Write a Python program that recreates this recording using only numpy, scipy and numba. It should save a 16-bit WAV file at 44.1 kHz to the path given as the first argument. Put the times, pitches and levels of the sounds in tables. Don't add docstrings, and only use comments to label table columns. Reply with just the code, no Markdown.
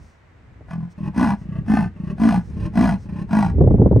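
import sys
import numpy as np
from scipy import signal
from scipy.fft import rfft, irfft
from scipy.io import wavfile
from scipy.ndimage import uniform_filter1d
from numba import njit

SR = 44100
rng = np.random.default_rng(int(sys.argv[2]) if len(sys.argv) > 2 else 0)


def wav_record(signal):
    frames = np.transpose(np.atleast_2d(signal))
    bounded = np.clip(frames, -1, 1)
    quanta = np.round(bounded * 32767).astype(np.int16)
    wavfile.write(sys.argv[1], SR, quanta)


N = 176400
TIME = np.arange(N) / SR
BIN_HZ = np.arange(N // 2 + 1) * SR / N


def from_db(db):
    return 10 ** (np.asarray(db) / 20)


def unit_rms(x):
    return x / np.sqrt(np.mean(x ** 2) + 1e-20)


def colour(x, spectrum):
    hz, db = np.transpose(spectrum)
    gain = from_db(np.interp(np.log(BIN_HZ + 1e-3), np.log(hz), db))
    return irfft(rfft(x) * unit_rms(gain), N)


def stereo_noise(spectrum, side_db):
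    mid, side = colour(rng.standard_normal((2, N)), spectrum)
    return mid + from_db(side_db) * side * [[1], [-1]]


def grassland():
    # f/Hz, level/dB
    air = [(100, -5), (160, -1.5), (330, -1), (620, -2), (1300, -5), (2000, -5.5), (3200, -18.5),
           (5000, -25.5), (8400, -30.5), (11000, -47), (15000, -43.5)]
    grass = [(1000, -18), (3500, -4.5), (5800, 3.5), (7500, -5.5), (8700, -1.5), (11000, -24.5),
             (15000, -16.5)]
    # t/s, standard width/s, level/dB
    rustles = [(.05, 0.065, -67.5), (0.918, 0.013, -64.5), (1.412, 0.031, -68), (2.468, 0.046, -65.5),
               (3.021, 0.028, -63.5)]
    brushes = sum(from_db(db) * np.exp(-((TIME - at) / width) ** 2 / 2) for at, width, db in rustles)
    return from_db(-59) * stereo_noise(air, side_db=-2.5) + brushes * stereo_noise(grass, side_db=-14.5)


def eddies(spectrum, window):
    noise = stereo_noise(spectrum, side_db=-14)
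    return noise / np.sqrt(uniform_filter1d(np.mean(noise ** 2, axis=0), size=window))


def buffet(at, db, fall_s, rise_s=0.00048):
    return from_db(db) * np.exp(-np.logaddexp((at - TIME) / rise_s, (TIME - at) / fall_s))


def wind():
    # t/s, level/dB
    gusts = [(0.0, -46), (0.04, -46.5), (0.13, -61), (0.7, -44.5), (0.72, -63), (1.29, -36), (1.37, -44),
             (1.84, -32), (1.94, -46), (2.08, -42), (2.26, -38.5), (2.31, -36.5), (2.42, -41.5),
             (2.65, -26), (2.7, -40), (2.87, -32), (3.03, -41), (3.4, -36.5), (3.55, -23), (3.59, -14.5),
             (3.78, -19), (3.81, -36), (3.85, -15.5), (3.9, -28.5), (3.93, -15.5), (4.0, -21.5)]
    # t/s, thud level/dB, slap level/dB
    buffets = [(3.583, -10, -29.5), (3.608, -7.5, -5), (3.638, -10, -14.5), (3.663, -15, -23.5),
               (3.674, -10.5, -11), (3.708, -9, -16.5), (3.741, -6, -20.5), (3.783, -16.5, -20),
               (3.796, -3.5, -22.5), (3.817, -4.5, -11), (3.86, -5, -9), (3.913, -9, -11),
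               (3.926, -19.5, -18), (3.961, -1.5, -18)]
    # f/Hz, level/dB
    rumble_spectrum = [(20, -30), (30, -13), (40, -11.5), (52, -4), (90, -1), (140, -14), (220, -30.5),
                       (500, -47.5), (1000, -76)]
    flutter_spectrum = [(60, -10), (130, 9.5), (220, 2.5), (450, -8.5), (1000, -39.5), (2500, -73.5)]
    thud_spectrum = [(40, -12.5), (120, 4.5), (220, -3), (400, -7.5), (800, -34.5), (2000, -67)]
    slap_spectrum = [(150, -24.5), (300, 5), (480, 12.5), (700, -3), (1000, -9.5), (1400, -42), (2000, -37),
                     (2800, -72.5), (6000, -63.5)]
    thud_fall_s, slap_fall_s = 0.014, 0.0075
    gust_db = np.interp(TIME, *np.transpose(gusts))
    rumble = eddies(rumble_spectrum, window=2000) * from_db(gust_db + 3.5)
    flutter = eddies(flutter_spectrum, window=1200) * from_db(0.97 * gust_db - 5.5)
    thud_envelope = sum(buffet(at, db, thud_fall_s) for at, db, _ in buffets)
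    slap_envelope = sum(buffet(at, db, slap_fall_s) for at, _, db in buffets)
    slap_envelope += buffet(at=0.609, db=-39.5, fall_s=slap_fall_s)
    thuds = eddies(thud_spectrum, window=600) * thud_envelope
    slaps = eddies(slap_spectrum, window=300) * slap_envelope
    port_low_cut = signal.butter(2, 34.5, "high", fs=SR, output="sos")
    pressure = signal.sosfilt(port_low_cut, rumble + flutter + thuds + slaps)
    overloaded = 1.1 * np.tanh(pressure / 1.1)
    return signal.sosfilt(signal.butter(2, 2500, fs=SR, output="sos"), overloaded)


def bush(x, tail_db=-16, t60_s=0.18, balance_db=0.6):
    # f/Hz, level/dB
    spread = [(100, -9), (500, -19.5), (1200, -12.5), (2500, -9), (4500, -22.5), (6500, -13), (8500, 0),
              (15000, -1)]
    t = TIME[:SR // 2]
    scatter = rng.standard_normal(len(t)) * from_db(-60 * t / t60_s) * (t > 0.008)
    scatter = signal.sosfilt(signal.butter(1, 11000, fs=SR, output="sos"), scatter)
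    mid = x + from_db(tail_db) * signal.fftconvolve(x, scatter / np.sqrt(np.sum(scatter ** 2)))[:N]
    side_gain = from_db(np.interp(BIN_HZ, *np.transpose(spread)))
    side = irfft(1j * rfft(mid) * side_gain, N)
    return np.array([mid + side, mid - side]) * from_db([[balance_db / 2], [-balance_db / 2]])


@njit
def moving_resonance(x, angle, r):
    y = np.zeros(len(x))
    for i in range(2, len(x)):
        drive = (1 - r * r) / 2 * (x[i] - x[i - 2])
        y[i] = drive + 2 * r * np.cos(angle[i]) * y[i - 1] - r * r * y[i - 2] + 1e-18
    return y


def formants(x, modes, tuning):
    total, power = 0, 0
    for k, (hz, bandwidth, db) in enumerate(modes):
        r = np.exp(-np.pi * bandwidth / SR)
        total = total + (-1) ** k * from_db(db) * moving_resonance(x, 2 * np.pi * hz * tuning / SR, r)
        power += from_db(db) ** 2 * (1 - r)
    return total / np.sqrt(power)


def swell(t, peak_s):
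    u = np.maximum(t, 0) / peak_s
    return u * np.exp(1 - u)


def ring(t, hz, peak_s):
    return swell(t, peak_s) * np.sin(2 * np.pi * hz * t)


def strokes(rows, shape, mouth, ring_s, puff_s, leak, snap, jitter_s, uneven_db, quicken, low_cut_hz):
    # f/Hz, bandwidth/Hz, level/dB
    open_mouth = [(855, 30, 2), (1011, 51, -0.5)]
    teeth = [(2365, 150, 5), (2840, 59, 8), (3188, 280, -0.5), (4200, 60, 6.5), (4785, 59, -8),
             (5280, 110, 4), (5904, 180, -6.5), (6550, 100, -0.5), (8230, 310, -5), (9770, 250, -4.5)]
    # f/Hz, level/dB
    hiss_spectrum = [(300, -11), (1300, 8), (3300, -2), (3700, 4.5), (5100, 15), (6600, 0.5), (7400, -7.5),
                     (8300, -7.5), (9700, -6.5), (11000, -59.5), (13000, -0.5), (16000, -12.5)]
    share, cavity_db, air_db, pitch_ratio = np.transpose(shape)
    voice, breath = np.zeros((2, N))
    band = signal.butter(2, [low_cut_hz, 3600], "band", fs=SR, output="sos")
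    for start, length, rate, hz, tuning, level_db, rasp_db, open_db, hiss_db in rows:
        near = (TIME > start - 0.05) & (TIME < start + length + 0.08)
        t = TIME[near] - start
        puffs, snaps = np.zeros((2, len(t)))
        for k, (late, size, force, detune) in enumerate(rng.standard_normal((24, 4))):
            progress = k / rate / length
            if progress > 1:
                break
            at = length * progress * (1 + quicken * (1 - progress)) + jitter_s * late
            pitch = hz * np.interp(at / length, share, pitch_ratio) * (1 + 0.026 * detune)
            gain = from_db(level_db + np.interp(at / length, share, cavity_db) + uneven_db * size / 2)
            chest = from_db(-19.5) * ring(t - at, hz=90.4, peak_s=0.0095)
            voice[near] += gain * (ring(t - at, pitch, ring_s) + chest)
            push = from_db(uneven_db * force)
            puffs += push * swell(t - at, puff_s)
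            snaps[np.searchsorted(t, at)] += push
        gate = np.clip(np.minimum(t, length - t) / 0.022 + 1, 0, 1)
        flow = gate * from_db(np.interp(t / length, share, air_db))
        glide = np.interp(t / length, share, pitch_ratio)
        mouth_tuning, open_tuning = tuning * glide ** 0.01, tuning * glide ** 0.21
        larynx_noise, hiss_noise = rng.standard_normal((2, N))[:, near]
        pulsed_air = unit_rms(unit_rms(puffs) + leak) * larynx_noise
        source = flow * unit_rms(pulsed_air + snap * unit_rms(snaps))
        hiss = from_db(hiss_db) * flow * unit_rms(unit_rms(puffs) + 1.8) * hiss_noise
        rasp = from_db(rasp_db) * formants(source, mouth, mouth_tuning)
        rasp += from_db(open_db) * formants(source, open_mouth, open_tuning)
        voice[near] += signal.sosfilt(band, rasp) + from_db(-2.5) * formants(hiss, teeth, mouth_tuning)
        breath[near] += hiss
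    return voice + from_db(-8.5) * colour(breath, hiss_spectrum)


def leopard():
    # t/s, length/s, flap rate/Hz, cavity f/Hz, mouth tuning ratio,
    # cavity level/dB, rasp level/dB, open-mouth level/dB, hiss level/dB
    grunts = [(.683, .2, 42, 167, 1.0, -20, -37.5, -41, -56)]
    rasps = [(1.145, 0.21, 64, 249.7, 1.0, -12, -25, -25, -41.5),
             (1.661, 0.22, 56.4, 231, 1.04, -13, -28, -38.5, -46),
             (2.18, 0.23, 57, 241.6, 1.003, -10.5, -26.5, -30, -41.5),
             (2.737, .23, 60, 238, .995, -10.5, -26, -28.5, -40.5),
             (3.29, 0.23, 53, 216, 0.97, -12, -27.5, -27.5, -43)]
    in_strokes = [(.977, .128, 43, 163.5, 1.0, -17.5, -45.5, -52, -64),
                  (1.415, 0.21, 31.43, 153, 1.056, -20, -50.5, -65.5, -74.5),
                  (1.962, 0.19, 31.9, 163.6, 1.02, -18.5, -47.5, -59.5, -67.5),
                  (2.50, .205, 35.34, 172.4, .99, -21, -47, -55.5, -60.5),
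                  (3.052, 0.21, 32.74, 171, 0.98, -19.5, -46, -52, -64)]
    # share of its length, cavity level/dB, air level/dB, pitch ratio
    grunt_shape = [(0, -17, -13, .9), (.075, -12, -9, .95), (.12, -7, 2, .97), (.28, -3, -3, 1.0),
                   (.42, 0, -17, 1.02), (.76, 1, -17, 1.0), (1.0, -14, -25, .95)]
    rasp_shape = [(0, -15.5, -20, .8), (0.082, -4.5, -10.5, 0.96), (0.162, 3, -3, .92),
                  (.42, 3.5, -0.5, 1.0), (0.722, -3.5, -4, 0.72), (.88, -2.5, -10.5, .82),
                  (0.999, -18.5, -22.5, .77)]
    in_shape = [(0, -8.5, -6.5, 1.1), (.3, -1, -3.5, 1.05), (.6, -0.5, 4, 1.0), (.82, 5.5, 6.5, .97),
                (0.999, -7.5, -21.5, 1.1)]
    # f/Hz, bandwidth/Hz, level/dB
    mouth_out = [(701, 99.5, 1.5), (835.2, 87, 0.5), (1167, 43, -3), (1467.6, 40, -2), (1699, 48, -5),
                 (1998, 51, -8.5), (2407, 130, -17.5), (2598, 83, -16.5)]
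    mouth_in = [(334, 28.5, 10.5), (608, 31, 2.5), (1089, 34, 3), (1570, 40, -7), (1786, 86, -7.5),
                (1954, 100, -14.5), (2495, 130, -11.5), (2810, 410, -19)]
    grunt = strokes(grunts, grunt_shape, mouth_out, ring_s=0.0062, puff_s=0.002, leak=1.0, snap=0.27,
                    jitter_s=0.00041, uneven_db=-3.5, quicken=0.029, low_cut_hz=300)
    outward = strokes(rasps, rasp_shape, mouth_out, ring_s=0.0048, puff_s=0.0014, leak=1.0, snap=0.3,
                      jitter_s=0.00077, uneven_db=3.0, quicken=0.05167, low_cut_hz=224)
    inward = strokes(in_strokes, in_shape, mouth_in, ring_s=0.0039, puff_s=0.0057, leak=1.1, snap=0.43,
                     jitter_s=0.001, uneven_db=3.0, quicken=0.25, low_cut_hz=92)
    return grunt + outward + inward


def scene():
    return bush(leopard()) + wind() + grassland()


def record(dry):
    return signal.sosfilt(signal.ellip(10, 0.1, 80, 15800, fs=SR, output="sos"), dry)


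dry = scene()
out = record(dry)
wav_record(out)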